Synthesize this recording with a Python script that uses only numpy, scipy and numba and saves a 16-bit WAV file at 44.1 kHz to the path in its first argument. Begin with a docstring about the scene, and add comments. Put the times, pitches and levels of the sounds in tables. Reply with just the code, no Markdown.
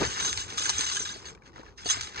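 """On a carpet, close to a phone, small plastic tiles slide out of a soft bag and clatter onto a pile.
Many tiny knocks ring the tiles' short modes, and each knock adds a dry snap.
The bag rustles as crackling noise, pieces thud and tick as short low rings, and the room hums as soft
low noise. After a lull the last tiles topple with a click."""
import sys
import numpy as np
from scipy import signal
from scipy.fft import rfft, irfft
from scipy.io import wavfile
from scipy.ndimage import uniform_filter1d
from numba import njit

SR = 44100
rng = np.random.default_rng(int(sys.argv[2]) if len(sys.argv) > 2 else 0)


def volts_from_db(level):
    """Convert decibel levels to linear amplitude ratios."""
    exponent = np.asarray(level, float) / 20
    return 10 ** exponent


def dump(signal):
    """Clip the signal to [-1, 1] and save it as 16-bit WAV at the path in sys.argv[1]."""
    limited = np.clip(np.atleast_2d(signal).T, -1, 1)
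    pcm = np.round(limited * 32767).astype(np.int16)
    wavfile.write(sys.argv[1], SR, pcm)


N = 97020  # length in samples (2.2 s)

# ringing tones (modes) of a plastic tile: (frequency [Hz], level [dB], time to fade by 60 dB [s])
TILE_MODES = [(1236, -12.5, 0.06), (1480, -8, 0.025), (1630, -10, 0.039), (2080, -12, 0.02),
              (2500, -17, 0.044), (2990, -10.5, 0.078), (3428, -5.5, 0.075), (3850, -2.5, 0.032),
              (4473, -9.5, 0.061), (5154, -12, 0.18), (5960, -11, 0.055), (6280, 1, 0.053),
              (6482, -7, 0.012), (6770, -4, 0.029), (7420, -8, 0.15), (8350, -8, 0.067)]
# how the pour swells and lulls: (time [s], clatter level [dB], rustle level [dB])
POUR_LEVELS = [(0, -35, -37), (.05, -37.5, -32.5), (.08, -35, -47.5), (.16, -39, -40.5), (.2, -34, -36),
               (.26, -30.5, -57), (.36, -38, -51), (.4, -36, -46), (.47, -49.5, -51.5), (.51, -41, -46),
               (.567, -45, -46.5), (.574, -28.5, -62), (.65, -30.5, -47), (.75, -38, -45), (.8, -34, -39),
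               (.85, -32, -43.5), (.9, -33, -43), (.96, -31, -53), (1.03, -37, -54), (1.11, -42, -48),
               (1.22, -57, -58.5), (1.29, -45, -48), (1.33, -78, -65), (1.4, -103, -79.5),
               (1.47, -58.5, -53.5), (1.515, -95, -74), (1.57, -82, -57), (1.63, -74.5, -61.5),
               (1.68, -90, -59.5), (1.73, -89, -71), (1.765, -71, -84), (1.785, -60, -49),
               (1.85, -45, -54.5), (1.895, -29, -46), (1.93, -31.5, -39.5), (1.995, -48.5, -44.5),
               (2.02, -35.5, -47), (2.06, -46.5, -48), (2.12, -58, -55), (2.2, -69, -41)]


def col(table, k):
    """One column of a table."""
    return np.array(table, float)[:, k]


def curve(table, k):
    """A dB column joined by straight lines over time, as gain."""
    return volts_from_db(np.interp(np.arange(N) / SR, col(table, 0), col(table, k)))


def unit(x):
    """Scale to an rms of 1."""
    return x / np.sqrt(np.mean(x ** 2))


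def colour(x, points, sign=1, late=0):
    """Filter by (frequency [Hz], gain [dB]) points, with a delay in seconds; sign -1 flips the gains."""
    hz = np.arange(N // 2 + 1) * SR / N + 1e-9
    db = np.interp(np.log(hz), np.log(col(points, 0)), col(points, 1))
    delay = np.exp(-2j * np.pi * hz * late)
    return irfft(rfft(x) * volts_from_db(sign * db) * delay, N)


def clicks(times, size):
    """Single-sample impulses at the given times."""
    places = np.clip((times * SR).astype(int), 0, N - 1)
    return np.bincount(places, size, N)


def flicker(rate, db):
    """A gain that wanders by about db at about rate a second: random steps, smoothed twice."""
    k = int(SR / rate)
    steps = np.repeat(rng.standard_normal(N // k + 1), k)
    smooth = uniform_filter1d(uniform_filter1d(steps, k), k)[:N]
    return volts_from_db(db * np.sqrt(2) * smooth)


@njit
def ring(n, start, turn, fade, gain, rise):
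    """Sum of sines that swell briefly and decay, each stopped at -50 dB."""
    out = np.zeros(n)
    for j in range(len(start)):
        # a spinning arrow that shrinks a little every sample
        spin, arrow, unrisen = np.exp(1j * turn[j] - fade[j]), gain[j] + 0j, 1.
        for i in range(start[j], min(n, start[j] + int(5.8 / fade[j]))):
            arrow *= spin
            unrisen *= rise
            out[i] += arrow.imag * (1 - unrisen)
    return out


def strike(times, hz, t60, gain):
    """A blow sets modes ringing, each fading at its own pace (rows = blows, columns = modes)."""
    rise_s = 0.0013  # time constant of the swell
    grids = np.broadcast_arrays(times, hz, t60, gain)
    times, hz, t60, gain = (np.ascontiguousarray(a).ravel() for a in grids)
    fade = np.log(1000) / (np.maximum(t60, .005) * SR)
    start = (times * SR).astype(np.int64)
    return ring(N, start, 2 * np.pi * hz / SR, fade, gain, np.exp(-1 / (rise_s * SR)))


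def crack(times, size):
    """The dry broadband snap of a contact: a spike and a brief fizz of fading noise."""
    fizz_s = 0.00069  # time constant of the fizz
    # tone of the snap: (frequency [Hz], gain [dB])
    snap_tone = [(250, -45), (600, -8.5), (1000, 5.5), (2000, -2), (4000, 5), (6300, 5), (8500, 1.5),
                 (10000, -12.5), (13000, -34)]
    t = np.arange(256) / SR
    spike = clicks(times, size)
    fizz = signal.fftconvolve(spike, np.exp(-t / fizz_s))[:N] * rng.standard_normal(N)
    return colour(volts_from_db(8.5) * spike + volts_from_db(-4) * fizz, snap_tone)


def lows():
    """Low rumble and a dull shuffle: filtered noise, partly different at left and right."""
    # swell of the low sounds: (time [s], rumble level [dB], shuffle level [dB])
    low_levels = [(0, -65, -49), (.02, -50, -37), (.07, -41.5, -45.5), (.17, -66, -48.5), (.21, -52, -43),
                  (.39, -52, -52), (.43, -45.5, -53.5), (.54, -66.5, -50), (.79, -45, -48.5),
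                  (.84, -55, -52), (.97, -55.5, -54.5), (1.42, -61, -55.5), (1.69, -56, -51),
                  (1.75, -62, -58.5), (1.95, -53.5, -51), (1.99, -44.5, -53.5), (2.14, -67, -54.5),
                  (2.2, -54, -43.5)]
    # tone of the rumble: (frequency [Hz], gain [dB])
    rumble_tone = [(20, -42.5), (40, 4), (60, 11.5), (95, 11), (140, -5), (200, -40.5)]
    # tone of the shuffle: (frequency [Hz], gain [dB])
    shuffle_tone = [(110, -3), (170, -3), (250, -6.5), (400, 0), (480, -4.5), (600, -10), (1200, -14.5),
                    (3000, -59)]
    side = 0.4 * np.array([[1], [-1]])  # share of noise that is opposite at left and right
    noise = rng.standard_normal((4, N))
    rumble = unit(colour(noise[0] + side * noise[1], rumble_tone))
    rumble = rumble * curve(low_levels, 1) * flicker(13.0, 1.2)
    shuffle = unit(colour(noise[2] + side * noise[3], shuffle_tone))
    shuffle = shuffle * curve(low_levels, 2) * flicker(22, 2.2)
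    return rumble + shuffle


def rustle():
    """Thin bag film and sliding tiles: dense crackle of uneven grains over a hiss."""
    per_second, spread_db = 1500, 4
    # tone of the rustle: (frequency [Hz], gain [dB])
    rustle_tone = [(250, -51), (500, -47), (800, -3.5), (1500, 2.5), (2600, -2), (3500, -3), (6300, -3),
                   (8500, -20.5), (10500, -52)]
    chance = rng.random((int(per_second * N / SR), 3))
    size = volts_from_db(-spread_db * np.log(0.0097 + chance[:, 1]))  # many small grains, few big ones
    sign = np.sign(chance[:, 2] - .5)
    crackle = unit(clicks(chance[:, 0] * N / SR, size * sign))
    noise = crackle + volts_from_db(-10) * rng.standard_normal(N)
    return unit(colour(noise * flicker(25.38, 0.72), rustle_tone)) * curve(POUR_LEVELS, 2)


def thuds():
    """Dull landings on the carpet: three quickly fading low tones, spread over about an octave."""
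    # pieces landing: (time [s], level [dB], pitch [Hz])
    landings = np.array([(0.014, -28.5, 410), (0.529, -36, 327), (0.604, -29.5, 347), (0.791, -27, 285),
                         (1.004, -32, 260), (1.159, -32, 397), (1.56, -40, 455), (1.595, -30, 323),
                         (1.858, -19, 443), (1.97, -29, 432), (2.078, -43, 337)], float)
    t60_s = 0.03
    hz = landings[:, 2:] * np.array([.72, 1.01, 1.55])
    gain = volts_from_db(landings[:, 1:2] + np.array([-9, -3, -3]))
    return strike(landings[:, :1], hz, t60_s, gain)


def ticks():
    """Bag and shifting tiles: short low rings and a faint snap; a tile lying flat rings on. The row at 1.86 s
    adds a higher ring to the loud landing there."""
    # dull ticks, and the higher ring of the landing at 1.86 s: (time [s], level [dB], pitch [Hz])
    dull_ticks = np.array([(0.0304, -23, 2560), (0.1979, -36, 1124), (0.379, -23, 2930),
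                           (0.6544, -25.5, 1630), (0.9687, -26.5, 1630), (1.0544, -28.5, 1635),
                           (1.1034, -33.5, 1625), (1.2441, -37, 1780), (1.3488, -38, 2276),
                           (1.3748, -44, 1690), (1.4207, -39, 1566), (1.4416, -51, 1084),
                           (1.4616, -40.5, 1750), (1.493, -43, 1410), (1.5319, -44, 1300),
                           (1.5594, -30, 1370), (1.5794, -30.5, 900), (1.6107, -37, 1700),
                           (1.6322, -31, 960), (1.6636, -35.5, 1730), (1.6816, -41, 1137), (1.86, -20, 697),
                           (1.9044, -23, 1480), (1.9684, -25, 2050), (2.1595, -25, 1390)], float)
    short_t60_s, flat_tile_hz, flat_tile_extra_s = 0.011, 1630, 0.062
    hz = dull_ticks[:, 2:] * np.array([.7, 1.01, 1.45])
    flatness = np.exp(-(np.log2(hz / flat_tile_hz) / 0.018) ** 2)  # 1 at the flat tile's pitch
    t60 = short_t60_s + flat_tile_extra_s * flatness
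    rings = strike(dull_ticks[:, :1], hz, t60, volts_from_db(dull_ticks[:, 1:2] + np.array([-5, -2, -5])))
    return rings + crack(dull_ticks[:, 0], volts_from_db(dull_ticks[:, 1] - 18.0))


def tiles(times, size, db, spread_db=4.5):
    """Every blow rings the tile modes with its own strengths and slightly shifted pitches."""
    pitch_spread = 0.0179  # as a fraction of the pitch
    chance = rng.standard_normal((len(times), 2, len(TILE_MODES)))
    gain = volts_from_db(col(TILE_MODES, 1) + db + spread_db * chance[:, 0])
    gain = gain / np.sqrt((gain ** 2).sum(1, keepdims=True))  # share size among the modes
    hz = col(TILE_MODES, 0) * (1 + pitch_spread * chance[:, 1])
    return strike(times[:, None], hz, col(TILE_MODES, 2), size[:, None] * gain)


def clatter():
    """Countless small tile-on-tile knocks follow the pour; the favoured modes wander."""
    per_second, spread_db = 330, 2.5
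    kind_db = 1.5  # how much each mode wanders as other kinds of tile fall
    chance = rng.random((int(per_second * N / SR), 3))
    size = volts_from_db(-spread_db * np.log(0.054 + chance[:, 1])) * np.sign(chance[:, 2] - .5)
    i = (chance[:, 0] * (N - 1)).astype(int)  # sample at which each knock falls
    small = unit(size) * curve(POUR_LEVELS, 1)[i]
    kinds = 20 * np.log10([flicker(24.98, kind_db)[i] for _ in TILE_MODES]).T
    return tiles(i / SR, volts_from_db(1.5) * small, kinds) + volts_from_db(4) * crack(i / SR, small)


def knocks():
    """Loud knocks: a snap and a quick run of contacts that ring most near one favoured pitch."""
    # loudest knocks: (time [s], level [dB], favoured pitch [Hz], snap against the ring [dB])
    loud_knocks = np.array([(0.199, -23, 6300, 1), (0.23, -19.5, 6300, -14), (0.25, -15.5, 6260, -8),
                            (0.262, -16, 6280, -6), (0.329, -24, 5630, 6), (0.375, -22, 4430, 5.5),
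                            (0.503, -32, 6300, 5.5), (0.572, -39, 2500, 5), (0.636, -14.5, 6200, -9),
                            (0.66, -38, 6540, -8), (0.6942, -17.5, 5960, 6.5), (0.7, -19.5, 5850, 5),
                            (0.7816, -11, 6434, -13), (0.792, -22, 8350, 1.5), (0.8092, -19, 6400, 3),
                            (0.821, -27, 6340, -33), (0.8315, -31, 3850, -9), (0.8435, -28, 3850, 2.5),
                            (0.85, -22, 6300, -15), (0.921, -27, 3850, 1), (0.947, -19, 6280, -20),
                            (0.969, -14.5, 6490, -4), (0.9954, -14.5, 6470, -13), (1.017, -18.5, 6010, -12),
                            (1.055, -19.5, 3850, -11), (1.073, -26, 3700, -10), (1.09, -22.5, 3800, -12),
                            (1.119, -29, 6400, -13), (1.138, -35.5, 4420, -4), (1.168, -36, 4450, -6),
                            (1.254, -31, 4440, -10), (1.269, -34, 6490, -26), (1.35, -62.5, 4600, 23.5),
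                            (1.777, -37, 5190, -11), (1.859, -19.5, 4536, -8), (1.9, -2, 6513, -13),
                            (1.916, -12, 7000, -11.5), (2.01, -23, 4590, 4), (2.033, -32, 6500, 6),
                            (2.162, -37.5, 4590, 3), (2.194, -29, 4450, -22)], float)
    # run of contacts in one knock: (typical time from the snap [s], level against the knock [dB])
    contact_run = [(-.002, -10.5), (0.0005, -8), (.003, -14.5)]
    focus_octaves, focus_db = 0.058, 20.5  # width and boost of the favoured pitch
    times, level = loud_knocks[:, 0], loud_knocks[:, 1]
    octaves_off = np.log2(col(TILE_MODES, 0) / loud_knocks[:, 2:3])
    focus = focus_db * np.exp(-(octaves_off / focus_octaves) ** 2)
    out = crack(times, volts_from_db(level + loud_knocks[:, 3]))
    for late, db in contact_run:
        contact_times = times + late * (.5 + rng.random(len(times)))
        out = out + tiles(contact_times, volts_from_db(level + db), focus, spread_db=2.0)
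    return out


def scene():
    """Direct sound reaches the right first; a short room tail switches among noise tails to stay diffuse."""
    room_t60_s, room_db = 0.035, -5
    tail_count, switch_s = 6, .012  # one of the tails is drawn at random every switch_s
    left_late_s = 20.4 / 44100
    # tone at the left, the right has the opposite: (frequency [Hz], gain [dB])
    left_tone = [(30, -6.5), (125, 5), (300, -0.65), (1000, 2.02), (5000, -0.16), (7000, 0), (8500, 7),
                 (11500, 1.5)]
    near = rustle() + thuds() + ticks() + clatter() + knocks()

    # scattered tails: fading noise that starts after 1 ms
    t = np.arange(int(.15 * SR)) / SR
    fade = np.exp(-np.log(1000) * t / room_t60_s) * (t > .001)
    tails = rng.standard_normal((tail_count, 2, len(t))) * fade
    tails = volts_from_db(room_db) * tails / np.sqrt((tails ** 2).sum(2, keepdims=True))

    # feed the whole sound to one tail after another, with short crossfades
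    k = int(switch_s * SR)
    chosen = np.repeat(rng.integers(0, tail_count, N // k + 1), k)[:N]
    share = uniform_filter1d(1. * (chosen == np.arange(tail_count)[:, None]), k // 2, axis=1)
    wet = signal.fftconvolve((near * share)[:, None], tails, axes=2).sum(0)[:, :N]
    wet = wet + lows()

    left = colour(near, left_tone, late=left_late_s) + colour(wet[0], left_tone)
    right = colour(near + wet[1], left_tone, -1)
    return np.array([left, right])


def top_cut(x):
    """Nothing passes above the cut-off."""
    return signal.sosfilt(signal.butter(12, 15650, fs=SR, output="sos"), x)


def record(dry):
    """The overall tone dips near 640 Hz and falls away in the deepest lows and the top."""
    # overall tone: (frequency [Hz], gain [dB])
    overall_tone = [(25, -32.5), (40, 0.5), (480, 0.4), (640, -4), (850, 3.94), (7000, 1.23), (8600, -7.5),
                    (10500, -3), (15000, -11.5)]
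    return top_cut(colour(dry, overall_tone))


dry = scene()
out = record(dry)
dump(out)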